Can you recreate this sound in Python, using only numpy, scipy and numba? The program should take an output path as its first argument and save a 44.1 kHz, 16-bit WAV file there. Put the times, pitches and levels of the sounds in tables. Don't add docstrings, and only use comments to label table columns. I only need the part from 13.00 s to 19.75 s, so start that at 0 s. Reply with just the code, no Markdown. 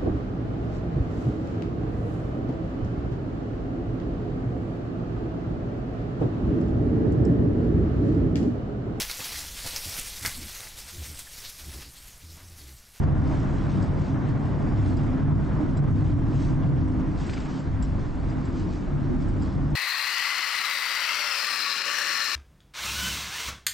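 import sys
import numpy as np
from scipy import signal
from scipy.fft import rfft, irfft
from scipy.io import wavfile
from scipy.ndimage import uniform_filter1d, map_coordinates
from numba import njit

SR = 44100
rng = np.random.default_rng(int(sys.argv[2]) if len(sys.argv) > 2 else 0)


def generate_wav(signal):
    frames = np.transpose(np.atleast_2d(signal))
    scaled = np.clip(frames, -1, 1) * 32767
    pcm = np.round(scaled).astype(np.int16)
    wavfile.write(sys.argv[1], SR, pcm)


N = 297807


def undb(db):
    return 10 ** (np.asarray(db) / 20)


def unit(x):
    return x / np.sqrt(np.mean(np.abs(x) ** 2))


def curves(table):
    t_s, *columns = np.transpose(table)
    return [np.interp(np.arange(N) / SR, t_s, column) for column in columns]


def over_hz(table, hz):
    f_hz, value = np.transpose(table)
    return np.interp(np.log(hz + 1), np.log(f_hz), value)


def walk(rate_hz):
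    hold = int(SR / rate_hz)
    steps = np.repeat(rng.standard_normal(N // hold + 1), hold)
    return 1.7 * uniform_filter1d(uniform_filter1d(steps, hold), hold)[:N]


def resonate(x, hz, width_hz):
    pole = np.exp((2j * np.pi * hz - np.pi * width_hz) / SR)
    return signal.lfilter([1], [1, -2 * pole, pole ** 2], x + 0j)


# [f/Hz, pole width/Hz, level/dB, left minus right/dB, left leads/rad]
SUSPENSION_MODES = [(20.34, 4.8, -2.5, 0.5, 0.54), (36.5, 15, -3, -3, 0.65), (53.15, 9.9, -1, 1.5, 0.41),
                    (67.55, 14, -1.5, 0, 1)]
PANEL_MODES = [(81, 36.5, -5, 3.7, 0.94), (98.34, 20.7, 3, 1.8, 0.61)]
CABIN_MODES = [(125.14, 13, -5.5, -1.5, 0.91), (145.6, 16.7, -0.5, -0.5, 0.59), (167, 19.3, -13, 5, 0.36)]
TYRE_MODES = [(184.9, 21, -3, 5, -0.48), (211.1, 23.4, -6, -5.5, 0.94), (239.2, 32.4, -8, 0, 0.74),
              (261.2, 13.1, 1.5, -0.5, 0.43), (297.96, 45, -5, -4.5, 0.41), (341.3, 23.6, -8.5, 2, -1.46)]
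APART_SHARE = (.02, .04, .06, .2)
STEADINESS = .3
WANDER_SHARE, WANDER_DB, WANDER_PER_S = .018, 1.5, 5


def rumble(modes, apart):
    out, side = 0, np.array([[.5], [-.5]])
    for hz, width_hz, db, pan_db, lead_rad in modes:
        both, left, right = (unit(resonate(rng.standard_normal(N + SR), hz, width_hz)) for _ in range(3))
        both = unit(both / (np.abs(both) ** 2 + .7) ** (STEADINESS / 2))
        both = unit(resonate(both, hz, 4 * width_hz))

        pitch, strength = np.pad([walk(WANDER_PER_S), walk(WANDER_PER_S)], ((0, 0), (SR, 0)))
        phase_rad = 2 * np.pi * np.cumsum(WANDER_SHARE * hz * pitch) / SR
        both = both * np.exp(1j * phase_rad) * undb(WANDER_DB * strength)

        shared = np.sqrt(1 - apart) * both * np.exp(1j * lead_rad * side)
        ring = shared + np.sqrt(apart) * np.array([left, right])
        out = out + undb(db + pan_db * side) * np.sqrt(width_hz) * ring.real[:, SR:]
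    return out / np.sqrt(np.mean(out.mean(axis=0) ** 2))


# [suspension, floor panel, cabin air, tyre], all /dB
WALLED_DB = (-30, -29.5, -28, -31)
OPEN_CHANGE_DB = (-1, -2.5, -7.5, -3)
# [t/s, enclosure 0-1]
ENCLOSURE = [(0, 0.87), (3.8, 0.77), (4.35, 0.11), (5.5, 0.05), (6.1, 0), (6.75, 0.8)]
# [t/s, half length/s, suspension/dB, floor panel/dB, cabin air/dB, tyre/dB]
ROAD_PATCHES = [(0.089, 0.2, 7, 5, 4.5, 1), (0.791, 0.058, -4, 5.5, 6, 4), (1.299, 0.18, -7, 2, 4, 0.1),
                (1.913, 0.065, -1.5, 0, -4, 5), (2.289, 0.2, -1.5, 3.5, 8, 2.5),
                (2.64, 0.069, 0, -6, -8, 5.5), (2.822, 0.16, -2.5, 1, 5, -1), (3.043, 0.23, 5.5, 4.5, 5, 2),
                (3.695, 0.27, -0.5, 1, 7, 1.6), (4.477, 0.13, -3, -15.5, -4, -0.5),
                (4.597, 0.045, -18, -13, 1.5, 4), (4.817, 0.14, 4, 1, -1, -2.5),
                (5.605, 0.18, -2, -2.5, -2.5, 1.5), (5.83, 0.091, -3, -9, -8, -1.5),
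                (6.027, 0.19, 1.5, 2.5, 5, 1), (6.167, 0.11, 2.5, -4.5, -2.3, 5.5)]


def road_db():
    t, (walls,) = np.arange(N) / SR, curves(ENCLOSURE)
    db = np.array(WALLED_DB)[:, None] + np.array(OPEN_CHANGE_DB)[:, None] * (1 - walls)
    for t_s, half_s, *patch_db in ROAD_PATCHES:
        bell = np.exp(-((t - t_s) / half_s) ** 2)
        db = db + np.array(patch_db)[:, None] * bell
    return db


# [f/Hz, level per Hz/dB]
ROAR_SPECTRUM = [(150, 7.5), (330, 1.5), (400, -1.5), (500, -6), (570, -5.5), (650, -5), (760, -7.5),
                 (1000, -8.5), (1500, -14.5), (2000, -20.5), (2600, -30), (3600, -35.5), (6000, -70.5)]
# [f/Hz, shared power 0-1]
ROAR_LIKENESS = [(300, 0.66), (560, 0.61), (1000, 0.6), (1300, 0.38), (1800, 0.48), (2500, 0.62),
                 (4000, .95)]
# [f/Hz, left leads/rad]
ROAR_PHASE = [(300, 0.21), (900, 0.78), (1400, 0.36), (1900, .05)]
ROAR_OPEN_TILT_DB = 1


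def roar(flicker_db=0.6, swell_db=0.15, flutter_db=0.8):
    hz = np.fft.rfftfreq(N, 1 / SR)
    alike = over_hz(ROAR_LIKENESS, hz)
    both, left, right = rfft(rng.standard_normal((3, N)))
    turn = np.exp(.5j * over_hz(ROAR_PHASE, hz))
    shared = np.sqrt(alike) * both * np.array([turn, 1 / turn])
    pair = shared + np.sqrt(1 - alike) * np.array([left, right])
    pair = pair * undb(over_hz(ROAR_SPECTRUM, hz)) * (hz > 100)

    out, together_db = 0, swell_db * walk(2.4) + flutter_db * walk(45)
    walls, = curves(ENCLOSURE)
    for k in range(8):
        band = np.clip(1 - np.abs(np.log2(hz / 100 + 1e-9) - k), 0, 1)
        tilt_db = ROAR_OPEN_TILT_DB * max(k - 3, 0) * (1 - walls)
        out = out + irfft(pair * band, N) * undb(tilt_db + together_db + flicker_db * walk(25.15))

    core = irfft(rfft(out.mean(axis=0)) * (hz > 450) * (hz < 1800), N)
    return out / np.sqrt(np.mean(core ** 2))


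# [t/s, level of the 450-1800 Hz core/dB]
ROAR_LEVELS = [(0, -38.5), (.6, -40.5), (2.05, -40), (2.8, -42), (3.6, -43), (4.7, -44.5), (5.6, -44),
               (6.1, -44.5), (6.75, -43)]


def roar_gain():
    level_db, = curves(ROAR_LEVELS)
    return undb(level_db)


def patchy(x, depth_db=5, wide_hz=100, long_s=.04):
    hz, t, z = signal.stft(x, SR, nperseg=512)
    chance = rng.standard_normal((128, 512))
    where = np.meshgrid(hz / wide_hz, t / long_s, indexing="ij")
    field = map_coordinates(chance, where, order=1, mode="wrap")
    return signal.istft(z * undb(depth_db * np.tanh(field)), SR, nperseg=512)[1][:N]


# [f/Hz, level per Hz/dB]
RUSTLE_SPECTRUM = [(1200, 4.5), (2200, 9.5), (3500, 6.5), (5000, 5.5), (7000, 0), (8600, -4)]
# [f/Hz, side minus mid/dB]
RUSTLE_WIDTH = [(1500, 1.5), (2500, -13), (3500, -26), (8000, -26)]


def rustle(per_s=500, scatter_db=2.5, hiss=1.0, flicker_db=0.4):
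    hz = np.fft.rfftfreq(N, 1 / SR)
    stir, mid = walk(25), 0
    for k in range(7):
        busy = rng.random(N) < per_s * undb(2.5 * stir) / SR
        size_db = scatter_db * np.minimum(rng.exponential(size=N), 3)
        grains = busy * undb(size_db) * np.sign(rng.standard_normal(N))
        x = (unit(grains) + hiss * rng.standard_normal(N)) * undb(flicker_db * walk(12))
        band = np.clip(1 - np.abs(2 * np.log2(hz / 1100 + 1e-9) - k), 0, 1) ** .5
        mid = mid + rfft(unit(x)) * band
    mid = rfft(patchy(irfft(mid, N)))
    side = undb(over_hz(RUSTLE_WIDTH, hz)) * rfft(rng.standard_normal(N))
    pair = np.array([mid + side, mid - side])
    return unit(irfft(pair * undb(over_hz(RUSTLE_SPECTRUM, hz)) * (hz > 600), N))


# [peak t/s, fall time/s, peak level/dB]
RUSTLE_SWELLS = [(.31, 0.081, -53.5), (.45, 0.32, -56), (.63, 0.15, -57.5), (.77, 0.16, -54.5),
                 (1.04, 0.089, -53.5), (1.29, 0.032, -56.5), (1.46, 0.074, -57.5), (1.86, 0.097, -52.5),
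                 (2.03, 0.098, -57.5), (2.45, 0.046, -60), (3.06, 0.09, -58), (3.404, 0.12, -50.5),
                 (4.0, 0.019, -57), (4.22, 0.07, -53), (4.35, 0.16, -49.5), (4.53, 0.082, -51.5),
                 (4.85, 0.047, -59), (5.05, 0.18, -59), (5.3, 0.061, -58), (5.45, 0.091, -57),
                 (5.59, 0.071, -51.5), (5.73, 0.069, -53), (6.23, 0.071, -58.5), (6.46, 0.088, -56)]
RUSTLE_FLOOR_DB = -59.5
RUSTLE_RISE = 0.78


def rustle_gain():
    t, power = np.arange(N) / SR, undb(RUSTLE_FLOOR_DB) ** 2
    for t_s, fall_s, db in RUSTLE_SWELLS:
        half_s = np.where(t < t_s, RUSTLE_RISE * fall_s, fall_s)
        power = power + undb(db) ** 2 * np.exp(-2 * ((t - t_s) / half_s) ** 2)
    return np.sqrt(power)


# [t/s, peak level/dB, brightness/dB per octave, favoured f/Hz]
METAL_TICKS = [(.607, -50, -15, 3290), (0.8215, -43.5, 5, 4870), (1.04, -49, -5, 4870),
               (1.966, -44.5, 0, 4840), (2.769, -43.5, 4, 4000), (3.63, -47, -15, 3320),
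               (4.264, -43.5, 9, 4000), (4.334, -40, 0, 4870), (4.4, -45, 0, 5400), (4.4494, -48, 9, 6670),
               (4.596, -49.5, 6, 7490), (4.771, -55, -12, 2900), (4.8225, -35.5, 0, 7500),
               (4.845, -48, -4, 5400), (5.297, -49, 0, 4900), (5.451, -46, 5, 4000), (5.594, -49, 1, 7490),
               (6.218, -47, -5, 4870), (6.281, -52, 11, 8100), (6.419, -42, 4, 4870)]
# [f/Hz, pole width/Hz, level/dB]
METAL_MODES = [(2090, 120, -4), (2930, 200, -4), (3300, 160, -3), (4000, 200, -5), (4870, 130, -1),
               (5220, 140, -4), (5410, 130, -3), (5900, 250, -9), (6670, 170, -10), (7160, 170, -6),
               (7500, 130, -1), (7780, 250, -3), (8100, 220, -9)]
TICK_SCATTER_DB = 1.5
FAVOUR_DB, FAVOUR_OCTAVES = 8, .06


def ticks(crack_db=-1, rise_s=.0006, chatter_s=0.0065):
    out, t = np.zeros(N), np.arange(int(.06 * SR)) / SR
    scatter = rng.standard_normal((len(METAL_TICKS), len(METAL_MODES)))
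    noise = rng.standard_normal((len(METAL_TICKS), len(t)))
    for (t_s, db, tilt_db, favoured_hz), row, chatter in zip(METAL_TICKS, scatter, noise):
        chatter = chatter * (1 - np.exp(-t / rise_s)) * np.exp(-t / chatter_s)
        ring = undb(crack_db) * unit(np.gradient(chatter))
        for (hz, width_hz, mode_db), chance in zip(METAL_MODES, row):
            favour_db = FAVOUR_DB * np.exp(-(np.log2(hz / favoured_hz) / FAVOUR_OCTAVES) ** 2)
            gain_db = mode_db + TICK_SCATTER_DB * chance + tilt_db * np.log2(hz / 5000) + favour_db
            ring = ring + undb(gain_db) * unit(resonate(chatter, hz, width_hz).real)
        i = int(t_s * SR)
        out[i:i + len(t)] += undb(db) * ring / np.abs(ring).max()
    return out


# [t/s, peak level/dB, centre f/Hz, left minus right/dB]
TRIM_KNOCKS = [(4.203, -37, 1600, 1), (4.2384, -40, 1800, 1), (4.2786, -35, 1300, -4),
               (4.2945, -31, 1900, 2), (4.333, -33, 1900, 1), (4.3685, -36, 1500, 3),
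               (4.377, -33.5, 1900, 3), (4.403, -38, 1400, 0), (4.421, -39, 1100, 0),
               (4.459, -35.5, 1700, -1), (4.541, -39, 1400, 0)]


def knocks(decay_s=0.0065, width=1.0):
    out, t = np.zeros((2, N)), np.arange(int(0.12 * SR)) / SR
    bursts = rng.standard_normal((len(TRIM_KNOCKS), len(t)))
    for (t_s, db, hz, pan_db), noise in zip(TRIM_KNOCKS, bursts):
        burst = resonate(noise * np.exp(-t / decay_s), hz, width * hz).real
        side_db = np.array([[pan_db], [-pan_db]]) / 2
        i = int(t_s * SR)
        out[:, i:i + len(t)] += undb(db + side_db) * burst / np.abs(burst).max()
    return out


def scene():
    groups = zip(road_db(), (SUSPENSION_MODES, PANEL_MODES, CABIN_MODES, TYRE_MODES), APART_SHARE)
    body = sum(undb(db) * rumble(modes, apart) for db, modes, apart in groups)
    return body + roar_gain() * roar() + rustle_gain() * rustle() + ticks() + knocks()


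@njit
def follow(x, attack, release):
    out, level = np.empty(len(x)), 0.
    for i in range(len(x)):
        level += (x[i] - level) * (attack if x[i] > level else release)
        out[i] = level
    return out


LIMIT_DB, LIMIT_RATIO, ATTACK_S, RELEASE_S = -17, 3, 0.001, 0.02
TOP_HZ = 8590


def record(dry):
    envelope = np.abs(signal.hilbert(dry.mean(axis=0)))
    peak = follow(envelope, 1 / (ATTACK_S * SR), 1 / (RELEASE_S * SR))
    gain = np.minimum(undb(LIMIT_DB) / (peak + 1e-9), 1) ** (1 - 1 / LIMIT_RATIO)
    top_cut = signal.ellip(12, .2, 80, TOP_HZ, fs=SR, output="sos")
    return signal.sosfilt(top_cut, dry * gain)


dry = scene()
out = record(dry)
generate_wav(out)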